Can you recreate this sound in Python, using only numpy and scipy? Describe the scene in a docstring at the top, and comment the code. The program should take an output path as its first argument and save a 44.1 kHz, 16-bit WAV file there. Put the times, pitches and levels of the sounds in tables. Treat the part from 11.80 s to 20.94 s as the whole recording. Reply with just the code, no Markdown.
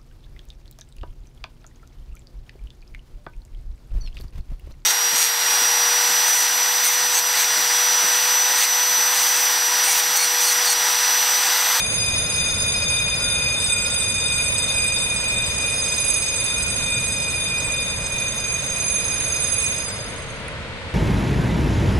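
"""In an open rail yard, a freight train rolls slowly through a curve.
Its wheels slip sideways on the rails and squeal: tones at the pitches of the wheel discs swell until
the wheels run free after about eight seconds; a fast stutter lies over them, and a hiss goes along.
Underneath, shaped noise makes the wagons' rumble and the rails' roar, and steady tones make the hum
of the electric locomotive's blowers. A deep moan and a few metal knocks come and go."""
import sys
import numpy as np
from scipy import signal
from scipy.fft import rfft, irfft, next_fast_len
from scipy.io import wavfile
from scipy.ndimage import uniform_filter1d

SR = 44100
rng = np.random.default_rng(int(sys.argv[2]) if len(sys.argv) > 2 else 0)


def materialize(psi):
    """Save the field psi as 16-bit PCM at rate SR to the path in sys.argv[1].

    A 1-D psi becomes a single channel; in a 2-D psi each row is a channel.
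    """
    bounded = np.clip(np.atleast_2d(psi).T, -1, 1)
    quanta = np.round(bounded * 32767).astype(np.int16)
    wavfile.write(sys.argv[1], SR, quanta)


N = 403062
STEP = 30  # samples between two points of a slow control signal
TIME = np.arange(N) / SR
SLOW = np.arange(N // STEP + 2) * STEP / SR


def undb(db):
    """Turn decibels into a gain."""
    return 10 ** (np.asarray(db) / 20)


def unit(x):
    """Scale to rms 1."""
    return x / np.sqrt(np.mean(np.abs(x) ** 2))


def curves(table):
    """Draw each column of a table as a slow control signal, with straight lines between its points."""
    t, *columns = np.transpose(table)
    return [np.interp(SLOW, t, column) for column in columns]


def fast(control):
    return np.interp(TIME, SLOW, control)


def ramp(start_s, length_s):
    """Rise from 0 to 1 and stay there."""
    return np.clip((SLOW - start_s) / length_s, 0, 1)


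def sides(pan_db):
    """Left and right gains for a left-minus-right level, with mean power 1."""
    gains = undb(np.array([pan_db, -pan_db]).reshape(2, -1) / 2)
    return gains / np.sqrt(np.mean(gains ** 2, axis=0))


def wander(width_hz):
    """Random size and phase of a resonance: the wider it is, the faster they change; rms 1."""
    count = len(SLOW)
    pole = np.exp(-np.pi * width_hz * STEP / SR)
    push = rng.standard_normal(2 * count) + 1j * rng.standard_normal(2 * count)
    ringing = signal.lfilter([1], np.poly([pole, pole]), push)
    return unit(ringing[count:])  # the first half only settles the filter


def sustained(width_hz, likeness):
    """Several sources beat on one mode, partly alike left and right; their joint power is evened out."""
    hold_s = .055
    shared = wander(width_hz)
    separate = np.array([wander(width_hz), wander(width_hz)])
    beating = np.sqrt(likeness) * shared + np.sqrt(1 - likeness) * separate
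    power = uniform_filter1d(np.abs(beating) ** 2, int(hold_s * SR / STEP))
    return beating / np.sqrt(power)


def stutter(depth, sag=0.64, uneven=0.31):
    """Stutter fifty times a second: each beat starts afresh in phase and size, then sags; rms 1."""
    beat, age = np.divmod(SLOW * 50, 1)
    beat = beat.astype(int)
    turn, size = rng.standard_normal((2, beat[-1] + 1))[:, beat]
    steps = np.exp(depth * (1j * turn + uneven * size - sag * age))
    rounded = uniform_filter1d(uniform_filter1d(steps, size=4), size=2)
    return unit(rounded)


def tone(hz, width_hz, db, pan_db, depth, likeness, lead):
    """One mode in stereo; the phase (lead in rad) between the sides sways slowly at random."""
    lead = lead + .45 * wander(1.9).real
    turned = np.exp(.5j * np.array([lead, -lead]))
    mode = sustained(width_hz, np.clip(likeness, 0, 1)) * stutter(depth) * turned
    carrier = np.exp(2j * np.pi * hz * TIME)
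    controls = mode * sides(pan_db) * undb(db)
    return np.array([np.sqrt(2) * (fast(control) * carrier).real for control in controls])


# How alike the noise is on both sides: (f/Hz, likeness 0-1)
NOISE_LIKENESS = [(25, 0.7), (110, 0.76), (550, 0.86), (1200, 0.89), (2300, 0), (4000, 0.05)]


def by_pitch(table, hz):
    """Read a table at these frequencies, evenly along a musical (logarithmic) scale."""
    table_hz, values = np.transpose(table)
    return np.interp(np.log(hz + 1), np.log(table_hz), values)


def noise(spectrum, pan, lead_s=0):
    """Random noise shaped by frequency, most alike left and right below 2 kHz; rms 1 in the middle."""
    size = next_fast_len(N)
    hz = np.arange(size // 2 + 1) * SR / size
    alike = np.clip(by_pitch(NOISE_LIKENESS, hz), -1, 1)
    mid, side = rfft(rng.standard_normal((2, size))) * np.sqrt([1 + alike, 1 - alike])
    late = np.exp(-2j * np.pi * hz * lead_s)  # delays the right side
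    pair = np.array([mid + side, (mid - side) * late])
    shaped = pair * sides(by_pitch(pan, hz)) * undb(by_pitch(spectrum, hz))
    out = irfft(shaped, size)[:, :N]
    return out / np.std(out.mean(axis=0))


# Where rumble and roar are heard: (f/Hz, left minus right/dB)
ROLLING_PAN = [(25, -3), (110, -0.5), (350, 1.5), (800, 2.5), (1900, -1.5), (3600, 4), (6500, -1),
               (11000, -25)]
ROLLING_LEAD_S = .00012  # the rolling noise arrives first on the left
# Colour of the wagon rumble: (f/Hz, relative level per Hz/dB)
RUMBLE_SPECTRUM = [(10, -14), (25, -7), (38, -6), (62, -.5), (82, 0), (115, -1), (190, -6.5), (280, -13.5),
                   (450, -26), (1000, -50)]
# Rise and fall of the rumble, before the extra RUMBLE_GAIN_DB: (t/s, level/dB)
RUMBLE_LEVEL = [(0.0, -36.5), (0.38, -33), (1.99, -35.5), (3.51, -34.5), (4.56, -37.5), (4.96, -33.5),
                (6.67, -35.5), (9.14, -36.5)]
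RUMBLE_GAIN_DB = 0.54


def rumble():
    """Wagon bodies rumble: deep noise with a slowly changing level."""
    level_db = curves(RUMBLE_LEVEL)[0] + RUMBLE_GAIN_DB
    return noise(RUMBLE_SPECTRUM, ROLLING_PAN, ROLLING_LEAD_S) * fast(undb(level_db))


# Colour of the rolling roar: (f/Hz, relative level per Hz/dB)
ROAR_SPECTRUM = [(150, -21.5), (310, -7.5), (400, -8.5), (490, -2), (600, -1), (780, -9), (950, -5),
                 (1200, -8), (1480, -3.5), (1720, -7.5), (2050, -3.5), (2700, -8.5), (3700, -11.5),
                 (4400, -14.5), (5500, -22.5), (7500, -26.5), (9700, -25.5), (11000, -61)]
ROAR_DB = -35.5


def roar():
    """Wheels roar on the rails: broad noise whose level wavers slightly."""
    waver_db = .6 * wander(3).real
    return noise(ROAR_SPECTRUM, ROLLING_PAN, ROLLING_LEAD_S) * fast(undb(ROAR_DB + waver_db))


# Tones of the blowers: (f/Hz, width/Hz, level/dB)
BLOWER_TONES = [(463, 1.2, -49.5), (538, 1.2, -49), (444, 2, -52), (926, 4, -58), (1338, 14, -58),
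                (1862, 14, -58)]


def blower_hum():
    """The locomotive's blowers hum on a few nearly steady tones."""
    out = 0
    for hz, width, db in BLOWER_TONES:
        out += tone(hz, width, db, pan_db=3, depth=.05, likeness=.9, lead=.3)
    return out


# Small knocks from the wagons: (t/s, f/Hz, width/Hz, level/dB, decay/s)
METAL_KNOCKS = [(7.407, 2300, 900, -28, 0.011), (8.682, 9670, 1100, -27, 0.0018),
                (8.684, 2200, 900, -33, .015)]


def knocks():
    """Loose metal gives short rings that start at once and die away quickly."""
    out = 0
    for t, hz, width, db, decay_s in METAL_KNOCKS:
        ring = (SLOW > t) * np.exp(-np.abs(SLOW - t) / decay_s)
        out += tone(hz, width, db, pan_db=-9, depth=0, likeness=0.71, lead=0) * fast(ring)
    return out


# Spells of the deep moan: (start t/s, end t/s, level/dB)
MOAN_SPELLS = [(.38, 1.266, -45), (1.4, 1.647, -39.5), (1.87, 2.188, -41), (2.42, 2.684, -43.5),
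               (4.7, 5.2, -46)]


def moan():
    """A deeper wheel mode sounds in short spells with softened edges."""
    gate = 0
    for start_s, end_s, db in MOAN_SPELLS:
        gate = gate + undb(db) * ((SLOW > start_s) & (SLOW < end_s))
    softened = uniform_filter1d(gate, size=70)
    return tone(1433, 4, 0, pan_db=-4, depth=.1, likeness=.9, lead=0) * fast(softened)


def swell():
    """The squeal swells unevenly as the wheels turn, rounded at its extremes; rms 1."""
    rate_hz, width_hz = 2.7, 1.77
    sway = (wander(width_hz) * np.exp(2j * np.pi * rate_hz * SLOW)).real
    return unit(np.tanh(unit(sway)))


# How hard the wheels slip sideways; only the difference from its average counts: (t/s, level/dB)
SIDEWAYS_SLIP = [(0, -27.5), (0.7, -27), (1.5, -31.5), (2.2, -32.5), (3.05, -33), (3.55, -40), (4.3, -25.5),
                 (4.9, -34), (5.35, -36), (5.9, -41.5), (6.3, -39.5), (7.05, -30), (7.55, -29.5),
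                 (7.88, -28.5), (7.97, -33.5)]
# The low part of the squeal; only the difference from its average counts: (t/s, level/dB)
LOW_SQUEAL = [(0, -28), (0.6, -27), (1.35, -23.5), (2.55, -24.5), (3.3, -22.5), (4.05, -26), (4.55, -27.5),
              (5.7, -23), (6.9, -32.5), (7.97, -27.5)]
# How each mode answers and lets go, one row per mode: (level/dB, drift/dB per s, share of slip/dB per dB,
# share of low squeal/dB per dB, swell rms/dB, runs free at t/s, level change then/dB)
MODE_RESPONSE = [(-28, -0.17, -0.08, 0.58, 2, 8.0, -16), (-28, -0.95, 0, .5, 1.65, 7.97, -6),
                 (-30.5, -0.79, 0.3, 0.5, 1.1, 8.2, -12), (-31, 0.17, 0.42, -0.32, 0.5, 8, -9.5),
                 (-26, -0.96, 0.23, 0.5, 0.64, 8.07, -7), (-34, -.08, 0.36, 0.5, 2.3, 7.96, -11),
                 (-35.5, 0.5, 0.91, 0, 1.8, 8.05, -8.5)]
# Once a mode runs free it drops quickly, then fades
RELEASE_S, FADE_DB_PER_S = .11, -24
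# The last of the ringing drops further
STOP_S, STOP_FALL_S, STOP_DB = 8.5, 0.27, -13
# One mode (counted from 0) catches late and is weaker before that
LATE_MODE, CATCH_S, CATCH_RISE_S, UNCAUGHT_DB = 4, 1.7, 0.17, -11.5


def mode_levels():
    """Level of each mode in dB: it follows the slip, drifts slowly and dies when the wheels run free."""
    slip = curves(SIDEWAYS_SLIP)[0]
    slip = slip - np.mean(slip)
    low = curves(LOW_SQUEAL)[0]
    low = low - np.mean(low)
    stop = STOP_DB * ramp(STOP_S, STOP_FALL_S)
    levels = []
    for db, drift, slip_share, low_share, swell_db, free_s, drop_db in MODE_RESPONSE:
        drop = drop_db * ramp(free_s, RELEASE_S)
        fade = FADE_DB_PER_S * np.maximum(SLOW - free_s - RELEASE_S, 0)
        drive = slip_share * slip + low_share * low
        levels.append(db + drift * SLOW + drive + swell_db * swell() + drop + fade + stop)
    levels[LATE_MODE] += UNCAUGHT_DB * (1 - ramp(CATCH_S, CATCH_RISE_S))
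    return levels


# Where the treble is heard: (f/Hz, left minus right/dB)
TREBLE_PAN = [(2700, -5), (3800, 7), (4500, 5), (5700, -8), (6700, -3), (7700, -11), (9600, -23),
              (11000, -2.5), (12200, -20)]
# Weaker modes that ring along, before the extra OVERTONE_DB: (f/Hz, width/Hz, level relative to top modes/dB)
WEAK_MODES = [(5060, 70, -23), (5520, 120, -26), (5948, 26, -23), (6035, 40, -24), (8185, 36, -19),
              (8495, 20, -22), (8694, 26, -23), (9560, 90, -19), (9663, 24, -15), (10207, 26, -17),
              (10530, 34, -23), (10761, 26, -11), (11289, 24, -16), (12172, 18, -32)]
OVERTONE_DB = -1


def overtones(top_db):
    """Weaker wheel modes ring along with the top of the squeal."""
    out = 0
    for hz, width, db in WEAK_MODES:
        pan_db = np.interp(hz, *np.transpose(TREBLE_PAN))
        out += tone(hz, width, top_db + OVERTONE_DB + db, pan_db, depth=.55, likeness=.6, lead=1)
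    return out


# Colour of the hiss: (f/Hz, relative level per Hz/dB)
HISS_SPECTRUM = [(1800, -27), (2600, 3.5), (3200, -5.5), (3850, 5.5), (4600, -8.5), (5400, -8.5),
                 (6200, 1.5), (7000, -6.5), (8000, 0), (8600, 0.5), (9150, -3.5), (9650, 6), (10400, -4.5),
                 (10800, -26), (11400, -6), (12000, -42)]
HISS_DB = -6.5  # relative to the top modes


def squeal_hiss(top_db):
    """A hiss that stutters fifty times a second goes with the squeal, louder when the top modes are strong."""
    strength = undb(top_db + HISS_DB) * np.abs(stutter(depth=0.94))
    return noise(HISS_SPECTRUM, TREBLE_PAN) * fast(strength)


# Pitch of each squeal mode: (f/Hz)
SQUEAL_HZ = [2452, 3624, 4956, 6435, 8091, 9443, 9879]
# Character of each mode, one row per pitch: (width/Hz, stutter depth, left-right likeness 0-1, left lead/rad)
WHEEL_MODES = [(14.1, 0.35, 0.79, 1.06), (18.5, 0.44, 0.72, 2), (14.5, 0.66, 0.56, -2.5),
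               (47, 0.64, 0.42, 0.5), (16, 0.91, 0.31, 2), (18.2, 0.61, 0.82, 2.16), (19, 1, 0.75, 1.04)]
# Where each mode is heard, drifting over time: (left minus right/dB, its drift/dB per s)
MODE_BEARING = [(0.4, -0.46), (6, 0.5), (5.5, -0.3), (2.5, -1.15), (-11.5, -0.23), (-9.5, 1), (-17.5, 0.55)]


def squeal():
    """Wheels slipping sideways sing on their disc modes; overtones and a hiss go along."""
    levels = mode_levels()
    out = 0
    for hz, wheel, db, bearing in zip(SQUEAL_HZ, WHEEL_MODES, levels, MODE_BEARING):
        width, depth, likeness, lead = wheel
        pan_db, pan_drift = bearing
        out += tone(hz, width, db, pan_db + pan_drift * SLOW, depth, likeness, lead)
    # overtones and hiss follow the smoothed average of the four top modes
    top_db = uniform_filter1d(np.mean(levels[-4:], axis=0), size=300)
    return out + overtones(top_db) + squeal_hiss(top_db)


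def scene():
    """The whole train, from the background rumble to the squeal."""
    return rumble() + roar() + blower_hum() + knocks() + moan() + squeal()


def record(dry):
    """A steep low-pass filter removes the highest treble."""
    top_hz = 12250
    low_pass = signal.ellip(10, .2, 80, top_hz, fs=SR, output="sos")
    return signal.sosfilt(low_pass, dry)


dry = scene()
out = record(dry)
materialize(out)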